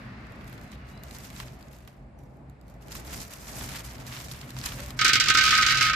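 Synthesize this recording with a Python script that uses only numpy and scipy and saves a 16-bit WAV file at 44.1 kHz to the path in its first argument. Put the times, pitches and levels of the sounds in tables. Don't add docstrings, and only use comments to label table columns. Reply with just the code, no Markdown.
import sys
import numpy as np
from scipy import signal
from scipy.fft import rfft, irfft
from scipy.io import wavfile

SR = 44100
rng = np.random.default_rng(int(sys.argv[2]) if len(sys.argv) > 2 else 0)


def gain_from_db(level_db):
    decades = np.asarray(level_db, float) / 20
    return 10 ** decades


def to_wav(s):
    ch = np.atleast_2d(s).T
    pcm = np.round(np.clip(ch, -1, 1) * 32767)
    wavfile.write(sys.argv[1], SR, pcm.astype(np.int16))


N = 262766

# frequency in Hz, likeness from 0 to 1.
LIKENESS = [(60, 0.97), (130, 0.93), (290, 0.74), (640, .4), (1400, 0.033), (3000, 0.25), (15000, 0.017)]
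# frequency in Hz, level in dB per Hz.
AIR_TONE = [(1470, -16), (2500, -24), (4100, -43), (6980, 12), (9350, 8), (13600, -7), (15000, -24)]
# time in seconds, engine drone in dB, rumble in dB, tyre hiss in dB (from about 3
# s this last column carries the dull body of the handling).
ROAD_LEVELS = [(0.0, -44.5, -46.5, -49), (0.7, -43.5, -47, -53.5), (0.75, -38, -47, -57),
               (0.8, -40.5, -48, -54), (1.13, -48.5, -46.5, -54.5), (1.36, -39.5, -46, -57),
               (1.79, -54, -49.5, -62), (2.06, -47.5, -49.5, -66.5), (2.44, -53, -50, -68),
               (2.5, -42.5, -50.5, -65), (2.59, -53, -51, -66.0), (2.71, -52, -46.5, -63.5),
               (2.79, -54, -48, -62.5), (2.99, -53, -42, -53.5), (3.04, -52, -45, -57),
               (3.09, -54, -43, -53), (3.2, -49, -41.5, -55), (3.25, -48, -47, -55), (3.47, -63, -43, -53),
               (3.57, -41, -42, -52), (3.87, -44, -44, -53.5), (4.3, -41.5, -45, -57),
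               (4.51, -41, -47, -56), (4.56, -35.5, -46, -55), (4.73, -38, -44.5, -52),
               (5.19, -37, -44.5, -53), (5.96, -36, -44, -77)]
# frequency in Hz, width in Hz, level in dB.
ENGINE_ORDERS = [(64.8, 4.7, -3), (97, 8.9, -14), (129.1, 17, 3), (188, 37, -8), (241.8, 30, -9)]
# frequency in Hz, level in dB per Hz.
RUMBLE_TONE = [(15, -46), (25, -38), (48, 5), (71, -1), (92, -10.5), (134, -1.5), (158, -6), (475, -16.5),
               (629, -13), (866, -17.5), (3000, -55), (3900, -80), (6600, -120)]
# frequency in Hz, level in dB per Hz.
TYRE_TONE = [(600, -21), (1100, 3), (2000, 2), (2650, -4), (3100, -11), (4800, -13.5), (6000, -22.5),
             (12000, -43)]
# time in seconds, rustle above 4 kHz in dB, body around 2 kHz in dB over it.
BAG_LEVELS = [(0.0, -65.5, 2), (0.11, -78, -1), (0.46, -69.5, -3.0), (0.48, -61, 1), (0.71, -65, -3.0),
              (0.72, -58, -3.0), (0.73, -63.5, 6.5), (0.84, -78, 13), (0.89, -61, 1), (1.02, -75, -7),
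              (1.04, -56, -5), (1.06, -59, 3), (1.15, -52, -4), (1.34, -56.5, -0.5), (1.41, -47, 2),
              (1.45, -56.5, 0), (1.7, -67.5, 2), (1.73, -61, -6), (1.87, -72, -3.0), (1.88, -62, -3.0),
              (1.95, -72, 0), (2.17, -100, -5), (2.19, -73, -3.0), (2.57, -91, -12), (2.7, -67, -10),
              (2.8, -82, -5), (2.82, -57, -9), (2.85, -67, -7), (2.92, -45, -3.0), (2.96, -42, -6.5),
              (3.03, -55, -1), (3.11, -44.5, -3.5), (3.22, -41, -4.5), (3.28, -55.5, -13), (3.34, -43, -2),
              (3.38, -54, -8), (3.54, -43, -4.5), (3.81, -43, -1), (3.83, -54, 0), (3.85, -47, -0.5),
              (4.06, -54.5, 0), (4.07, -48.5, -5), (4.1, -51, 3.5), (4.18, -45.5, 0.5), (4.29, -51.5, -2),
              (4.32, -42.5, -4), (4.35, -53.5, 2), (4.4, -53.5, 0), (4.42, -50, -3.0), (4.43, -53, 2),
              (4.47, -57.5, 2.5), (4.51, -50, -0.5), (4.53, -60, 1), (4.58, -45.5, -2), (4.65, -45.5, -2),
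              (4.66, -35.5, -3.0), (4.68, -47.5, 3), (4.69, -41, -3.5), (4.76, -49.5, -2), (4.8, -46.5, 3),
              (4.9, -49.5, -3.0), (4.96, -65, -3.0), (4.97, -55, -3.0)]
# frequency in Hz, level in dB per Hz.
FILM_TONE = [(2300, -20), (3200, -6.5), (5000, 1.5), (7200, 1), (9200, -4), (12500, -2.5), (14200, -1.5),
             (15500, -32)]
# frequency in Hz, level in dB per Hz.
BODY_TONE = [(400, -30), (900, -3.5), (1500, -3), (2500, -3.5), (4000, -8.5), (6000, -18), (12000, -55)]
# start in seconds, peak in dB, body in dB over it, brightness in dB per band.
CREASES = [(0.268, -44, -4, -5), (0.3212, -43.5, 0.1, 0.2), (0.4092, -48, 15, -2), (0.4429, -42, 2, 0.2),
           (0.4775, -40, 6, 4.2), (0.4963, -41, -3, 2), (0.5274, -37.5, 5, 0.2), (0.5781, -42, 7, -2),
           (0.613, -36, -8, -0.5), (0.7175, -36.5, -8, -5), (0.856, -58, 0.1, -10.5),
           (0.8879, -49, 0.1, -9), (0.9418, -56, -3, 0.2), (0.9755, -44, 5, -8.5), (1.0353, -28, -12, 1.5),
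           (1.1099, -29.5, -5, -4), (1.1473, -32, -0.5, -1), (1.1852, -38, -4, 9.5), (1.2136, -40, -4, 0.2),
           (1.249, -30.5, -7, -1.5), (1.3019, -33.5, 1, -2), (1.3299, -40, 0.1, -3), (1.363, -31, 1.5, -5),
           (1.4002, -29.5, 11.5, -6.5), (1.482, -39.5, 0.1, -7), (1.6092, -40, 0.1, -4),
           (1.6267, -37, -12, -2), (1.6836, -47, -2, -2), (1.712, -46, 0.1, 0.2), (1.732, -38, -2, 0.2),
           (1.7644, -41, -4, -2), (1.7858, -41, -7, 1), (1.8043, -47, 3, 0.2), (1.8497, -47, 0.1, 0.2),
           (1.8756, -42.5, 12.8, 8.5), (2.189, -48.5, 0.1, 4), (2.236, -51, -5, 4), (2.3695, -55, 0.1, 3),
           (2.4973, -44, -14, 0.2), (2.6128, -45.5, -10, -1), (2.681, -42, -8, -1), (2.6983, -44, -9, -1),
           (2.7397, -48, -4, 0.2), (2.7661, -62, 0.1, 0.2), (2.8115, -49, -2, -2), (2.8235, -45, 2, 0.2),
           (2.8664, -50, 0.1, 0.2), (2.8828, -35, -4, -1), (2.9092, -34.5, 3, 0.2), (2.952, -28, 1.5, 2.5),
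           (2.9981, -37, -13, 5), (3.049, -35, 3, 0.2), (3.2159, -30, 0.1, 6), (3.25, -30.5, -3, 1),
           (3.3282, -33.5, -5, 0.2), (3.4241, -47, 0.1, 2), (3.4441, -41, 0.1, 4), (3.676, -44, -3, 0.2),
           (3.8452, -32, -8, -1), (3.9826, -35, 0.1, -4), (4.066, -27, -7, -2), (4.1262, -33, 2, -6),
           (4.1655, -29.5, 7, -7), (4.2457, -29, -9, 0.2), (4.284, -31, 1, -2), (4.3139, -24, -13, -5),
           (4.3615, -41, -3, -9), (4.3774, -47, 0.1, 0.2), (4.4132, -25.5, -9, -3), (4.4578, -43, 0.1, 0.2),
           (4.4802, -46, 2, -1), (4.505, -26, -10, -1), (4.5441, -41, -3, -2), (4.5657, -33.5, 9, -7),
           (4.588, -23.5, -8, -4), (4.6134, -28, -2, -7), (4.6388, -26, 3, -7), (4.66, -16, -7, -2),
           (4.688, -23.5, -5, -6.5), (4.7197, -34, 12.5, -2), (4.7874, -31, -9, -2), (4.803, -25, -2, -4),
           (4.8609, -24, -12, -1.5), (4.9054, -25, 0.1, -3)]
# start in seconds, end in seconds, start pitch in Hz, end pitch in Hz, level in dB.
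BIRD_NOTES = [
    (.62, .78, 4250, 3750, -69),
    (.9, 1.023, 3750, 4150, -66),
    (.7, 1.3, 2890, 2830, -67.5),
    (2.175, 2.265, 5930, 5800, -75),
    (2.24, 2.34, 6500, 7100, -90),
    (4.746, 4.824, 545, 523, -49),
    (4.782, 4.868, 568, 588, -49),
]
# start in seconds, peak in dB, brightness in dB per octave.
NUT_HITS = [(4.99, -13, -1), (5.0121, -8, -1.2), (5.0453, -13, 6.7), (5.048, -6, -3.5), (5.0628, -10.5, -1),
            (5.0796, -11.5, 3.2), (5.0913, -7.5, -2), (5.1319, -7, 2.5), (5.1546, -7.5, 0.5),
            (5.1986, -10, 3.2), (5.2065, -11.5, 0.5), (5.2382, -16.5, 2), (5.2574, -15.5, 0.1),
            (5.2694, -14, -4), (5.2836, -9, 1), (5.2994, -6, 0.3), (5.3391, -22, 5.5), (5.3477, -7, -1.5),
            (5.3715, -8.5, 1.1), (5.3848, -8, -0.2), (5.41, -9, -2.3), (5.4362, -12.5, 2),
            (5.4514, -12, 0.5), (5.4617, -12, 0.5), (5.4761, -9.5, -3), (5.4906, -11.5, -1.5),
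            (5.5067, -9, 1.8), (5.5218, -9.5, -6.3), (5.5392, -11.5, -2), (5.55, -11.5, -0.5),
            (5.5754, -18, 4.3), (5.5838, -17.5, -11), (5.6109, -15, 2), (5.6221, -10.5, -1.7),
            (5.6275, -10, -1.5), (5.6454, -18, -4), (5.663, -9.5, 1.3), (5.6837, -11.5, -2),
            (5.7056, -12, -2), (5.7222, -12.5, -3.5), (5.7369, -21, -8.5), (5.771, -13.5, 0.5),
            (5.8091, -9.5, -0.5), (5.8255, -15, 2.5), (5.8505, -19, -1), (5.8744, -23, -7),
            (5.8882, -21, -5), (5.8967, -12.5, -3), (5.9319, -13, -4.2)]
# time in seconds, level in dB.
REBOUNDS = [
    (5.03, -47),
    (5.05, -39),
    (5.168, -24),
    (5.556, -16),
    (5.848, -16),
    (5.958, -27.5),
]
STRONG_HZ = [1263, 1393, 1409, 1538, 1782, 1869, 2058, 2112, 2178, 2241, 2432, 2632, 2935, 3260, 3611, 3765,
             3908, 4113, 4390, 4735, 5090, 6350]
# strength in dB, ring time t60 in seconds.
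STRONG_RING = [(-3, 0.25), (-9.5, 0.19), (-12, 0.12), (-1.5, 0.17), (-19, 0.24), (-13.5, 0.16), (-19, 0.12),
               (-12, 0.22), (-16, 0.24), (-7.5, 0.14), (-15, 0.34), (-22, 0.22), (-10, 0.17), (-18, .15),
               (-21, 0.17), (-19, 0.36), (-18.5, 0.41), (-26, 0.21), (-15, .12), (-13, 0.13), (-9.5, 0.08),
               (-17, 0.079)]
# frequency in Hz, level in dB.
CROWD_LEVEL = [(1150, -14.5), (1300, -10), (2200, -8.5), (3500, -8.5), (5000, -5), (6500, -11), (7800, -16),
               (8500, -19.5)]
# frequency in Hz, t60 in seconds.
CROWD_T60 = [(1200, 0.12), (2600, 0.26), (5000, 0.088), (9000, 0.081)]
# frequency in Hz, angle in radians.
MODE_SPREAD = [(1200, 0.17), (1700, 0.49), (2400, 0.85), (4000, 1.26), (9000, 1.27)]


def rms_one(x):
    return x / np.sqrt(np.mean(x ** 2) + 1e-20)


def in_time(rows):
    seconds, *columns = np.transpose(rows)
    return [np.interp(np.arange(N) / SR, seconds, column) for column in columns]


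def at_hz(points, hz):
    table_hz, values = np.array(points).T
    return np.interp(np.log(hz), np.log(table_hz), values)


def drift(rate_hz):
    r = np.exp(-80 * np.pi * rate_hz / SR)
    slow = signal.lfilter([1], [1, -2 * r, r * r], rng.standard_normal(N // 40 + 2002))
    slow = slow[2000:]
    return np.interp(np.arange(N) / 40, np.arange(len(slow)), rms_one(slow))


def ring(clicks, hz, t60):
    r, w = gain_from_db(-60 / (t60 * SR)), 2 * np.pi * hz / SR
    return signal.lfilter([0, np.sin(w)], [1, -2 * r * np.cos(w), r * r], clicks + 1e-18)


def decay(clicks, seconds):
    return signal.lfilter([1], [1, -np.exp(-1 / (seconds * SR))], clicks)


def filtered(x, order, hz, kind):
    return signal.sosfilt(signal.butter(order, hz, kind, fs=SR, output="sos"), x)


def coloured(pair, tone):
    hz = np.maximum(np.arange(N // 2 + 1) * SR / N, 1)
    alike = np.clip(at_hz(LIKENESS, hz), -1, 1)
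    inside = (hz > tone[0][0]) * (hz < tone[-1][0])
    mid, side = rfft(pair) * gain_from_db(at_hz(tone, hz)) * inside
    mid, side = np.sqrt(1 + alike) * mid, np.sqrt(1 - alike) * side
    return rms_one(irfft(np.array([mid + side, mid - side]), N))


def air():
    return gain_from_db(-85) * coloured(rng.standard_normal((2, N)), AIR_TONE)


def road():
    drone_db, rumble_db, tyre_db = in_time(ROAD_LEVELS)
    white = rng.standard_normal(N + SR)
    orders = sum(gain_from_db(db) * rms_one(ring(white, hz, 2.66 / width)[SR:]) for hz, width, db in ENGINE_ORDERS)
    rumble = coloured(rng.standard_normal((2, N)), RUMBLE_TONE) * gain_from_db(1.08 * drift(5.2))
    tyres = coloured(rng.standard_normal((2, N)), TYRE_TONE)
    leaving_db = -48.5 - 10.4 * np.arange(N) / SR
    leaving = gain_from_db(leaving_db) * rms_one(ring(white, 208, 0.055)[SR:])
    drone = gain_from_db(drone_db - 3.5) * rms_one(orders)
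    return leaving + drone + gain_from_db(rumble_db) * rumble + gain_from_db(tyre_db) * tyres


def bag(grains_per_s, spread_db, smooth):
    film_db, body_db = in_time(BAG_LEVELS)
    clump = drift(25)
    out = np.zeros((2, N))
    layers = [(FILM_TONE, film_db, "low"), (FILM_TONE, film_db, "high"), (BODY_TONE, film_db + body_db, None)]
    for tone, level_db, side in layers:
        born = rng.random(N) < grains_per_s * gain_from_db(3.0 * clump) / SR
        sizes = born * gain_from_db(spread_db * np.minimum(rng.exponential(1, N), 4))
        crackle = rms_one(decay(sizes, 0.00094))
        friction = gain_from_db(1.5 * clump + 1.7 * drift(9.1))
        gate = smooth * friction + (1 - smooth) * crackle
        sound = coloured(gate * rng.standard_normal((2, N)), tone)
        if side:
            sound = filtered(sound, 2, 7500, side)
        out += gain_from_db(level_db) * sound
    return out * gain_from_db([[-.6], [.6]])


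def snaps(film_s, body_s, colour_db):
    start_s, peak_db, body_db, bright_db = np.array(CREASES).T
    at = np.round(start_s * SR).astype(int)
    colour = colour_db * rng.standard_normal((len(at), 3))
    side_db = -1.2 + 1.3 * rng.standard_normal(len(at))
    film = coloured(rng.standard_normal((2, N)), FILM_TONE)
    layers = []
    for k, edges in enumerate(([2500, 5500], [5500, 9000], [9000, 16000])):
        band_db = peak_db - 3 + colour[:, k] + bright_db * (k - 1)
        layers.append((filtered(film, 2, edges, "band"), band_db, film_s))
    layers.append((coloured(rng.standard_normal((2, N)), BODY_TONE), peak_db + body_db - 14, body_s))
    rise = np.exp(-1 / (0.00034 * SR))
    out = np.zeros((2, N))
    for noise, db, decay_s in layers:
        clicks = np.zeros((2, N))
        clicks[:, at] = gain_from_db(db + np.outer([.5, -.5], side_db))
        clicks += 1e-18
        shape = decay(clicks, decay_s) + 0.05 * decay(clicks, 18.0 * decay_s)
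        out += signal.lfilter([1 - rise], [1, -rise], shape) * noise
    return out


def birds():
    t, out = np.arange(N) / SR, np.zeros(N)
    for start_s, end_s, start_hz, end_hz, db in BIRD_NOTES:
        share = np.clip((t - start_s) / (end_s - start_s), 0, 1)
        hz = (start_hz + (end_hz - start_hz) * share) * (1 + 0.0039 * drift(23.6))
        swell = gain_from_db(db + 2.3 * drift(8.8)) * np.sin(np.pi * share) ** 0.23
        out += swell * np.sin(2 * np.pi * np.cumsum(hz) / SR)
    return out * gain_from_db([[.7], [-.7]])


def shell_modes(crowd_db):
    modes = [(hz, *mode) for hz, mode in zip(STRONG_HZ, STRONG_RING)]
    crowd = np.linspace(1190, 8450, num=340) + 13.0 * rng.standard_normal(size=340)
    for k, hz in enumerate(crowd):
        share = [1, .28][k % 2]
        modes.append((hz, at_hz(CROWD_LEVEL, hz) + crowd_db, at_hz(CROWD_T60, hz) * share))
    return modes


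def wok(crowd_db, travel_s, thud_db, tick_db, bounces_per_s):
    start = int(4.9 * SR)
    length = N - start
    nut_s, nut_db, nut_bright = np.array(NUT_HITS).T
    at = np.round(nut_s * SR).astype(int) - start
    small = np.flatnonzero(rng.random(length) < bounces_per_s / SR)
    small = small[small > at[1]]
    small_db = in_time(REBOUNDS)[0][start + small] - 1.5 + 1.7 * rng.standard_normal(len(small))
    at, hit_db = np.r_[at, small], np.r_[nut_db, small_db]
    bright = np.r_[nut_bright, np.full(len(small), -1.2)]

    out = np.zeros((2, length))
    for hz, level_db, t60 in shell_modes(crowd_db):
        clicks, (place, turn) = np.zeros(length), rng.random(2)
        late = int(place * travel_s * np.sqrt(1500 / hz) * SR)
        strength_db = hit_db + level_db - 10.5 + bright * np.log2(hz / 2500)
        strength_db = strength_db + 1.86 * rng.standard_normal(len(at))
        clicks[np.minimum(at + late, length - 1)] = gain_from_db(strength_db) * rng.choice([-1, 1], len(at))
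        aim = np.pi / 4 + 1.22 * at_hz(MODE_SPREAD, hz) * (2 * turn - 1)
        out += np.outer([np.cos(aim), np.sin(aim)], ring(clicks, hz, max(t60, .01)))
    out = filtered(out, 6, 1080, "high")

    clicks = np.zeros(length)
    clicks[at] = gain_from_db(2.02 * hit_db + 11.5)
    push = filtered(clicks, 2, 550, "low") * SR / 1100
    out += gain_from_db(thud_db) * (ring(push, 310, 0.028) + 0.66 * ring(push, 416, 0.027))

    sharp = np.zeros(length)
    sharp[at] = gain_from_db(hit_db + 2.0 * bright)
    ticks = rng.standard_normal((2, length)) * decay(sharp, .011)
    out += gain_from_db(tick_db) * filtered(ticks, 5, [8900, 13500], "band")
    return np.pad(out * gain_from_db([[-1.1], [1.1]]), ((0, 0), (start, 0)))


def scene():
    garden = air() + road() + birds()
    hands = bag(grains_per_s=800, spread_db=3.8, smooth=.45)
    hands = hands + snaps(film_s=0.0011, body_s=0.0045, colour_db=1)
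    pour = wok(crowd_db=-8, travel_s=.004, thud_db=-61, tick_db=-26.5, bounces_per_s=120)
    return garden + hands + pour


def low_pass(x):
    return signal.sosfilt(signal.butter(12, 15570, fs=SR, output="sos"), x)


def record(dry):
    mix = filtered(dry, 3, 40, "high")
    mix = signal.sosfilt(signal.cheby2(12, 30, 14550, fs=SR, output="sos"), mix)
    return low_pass(mix)


dry = scene()
out = record(dry)
to_wav(out)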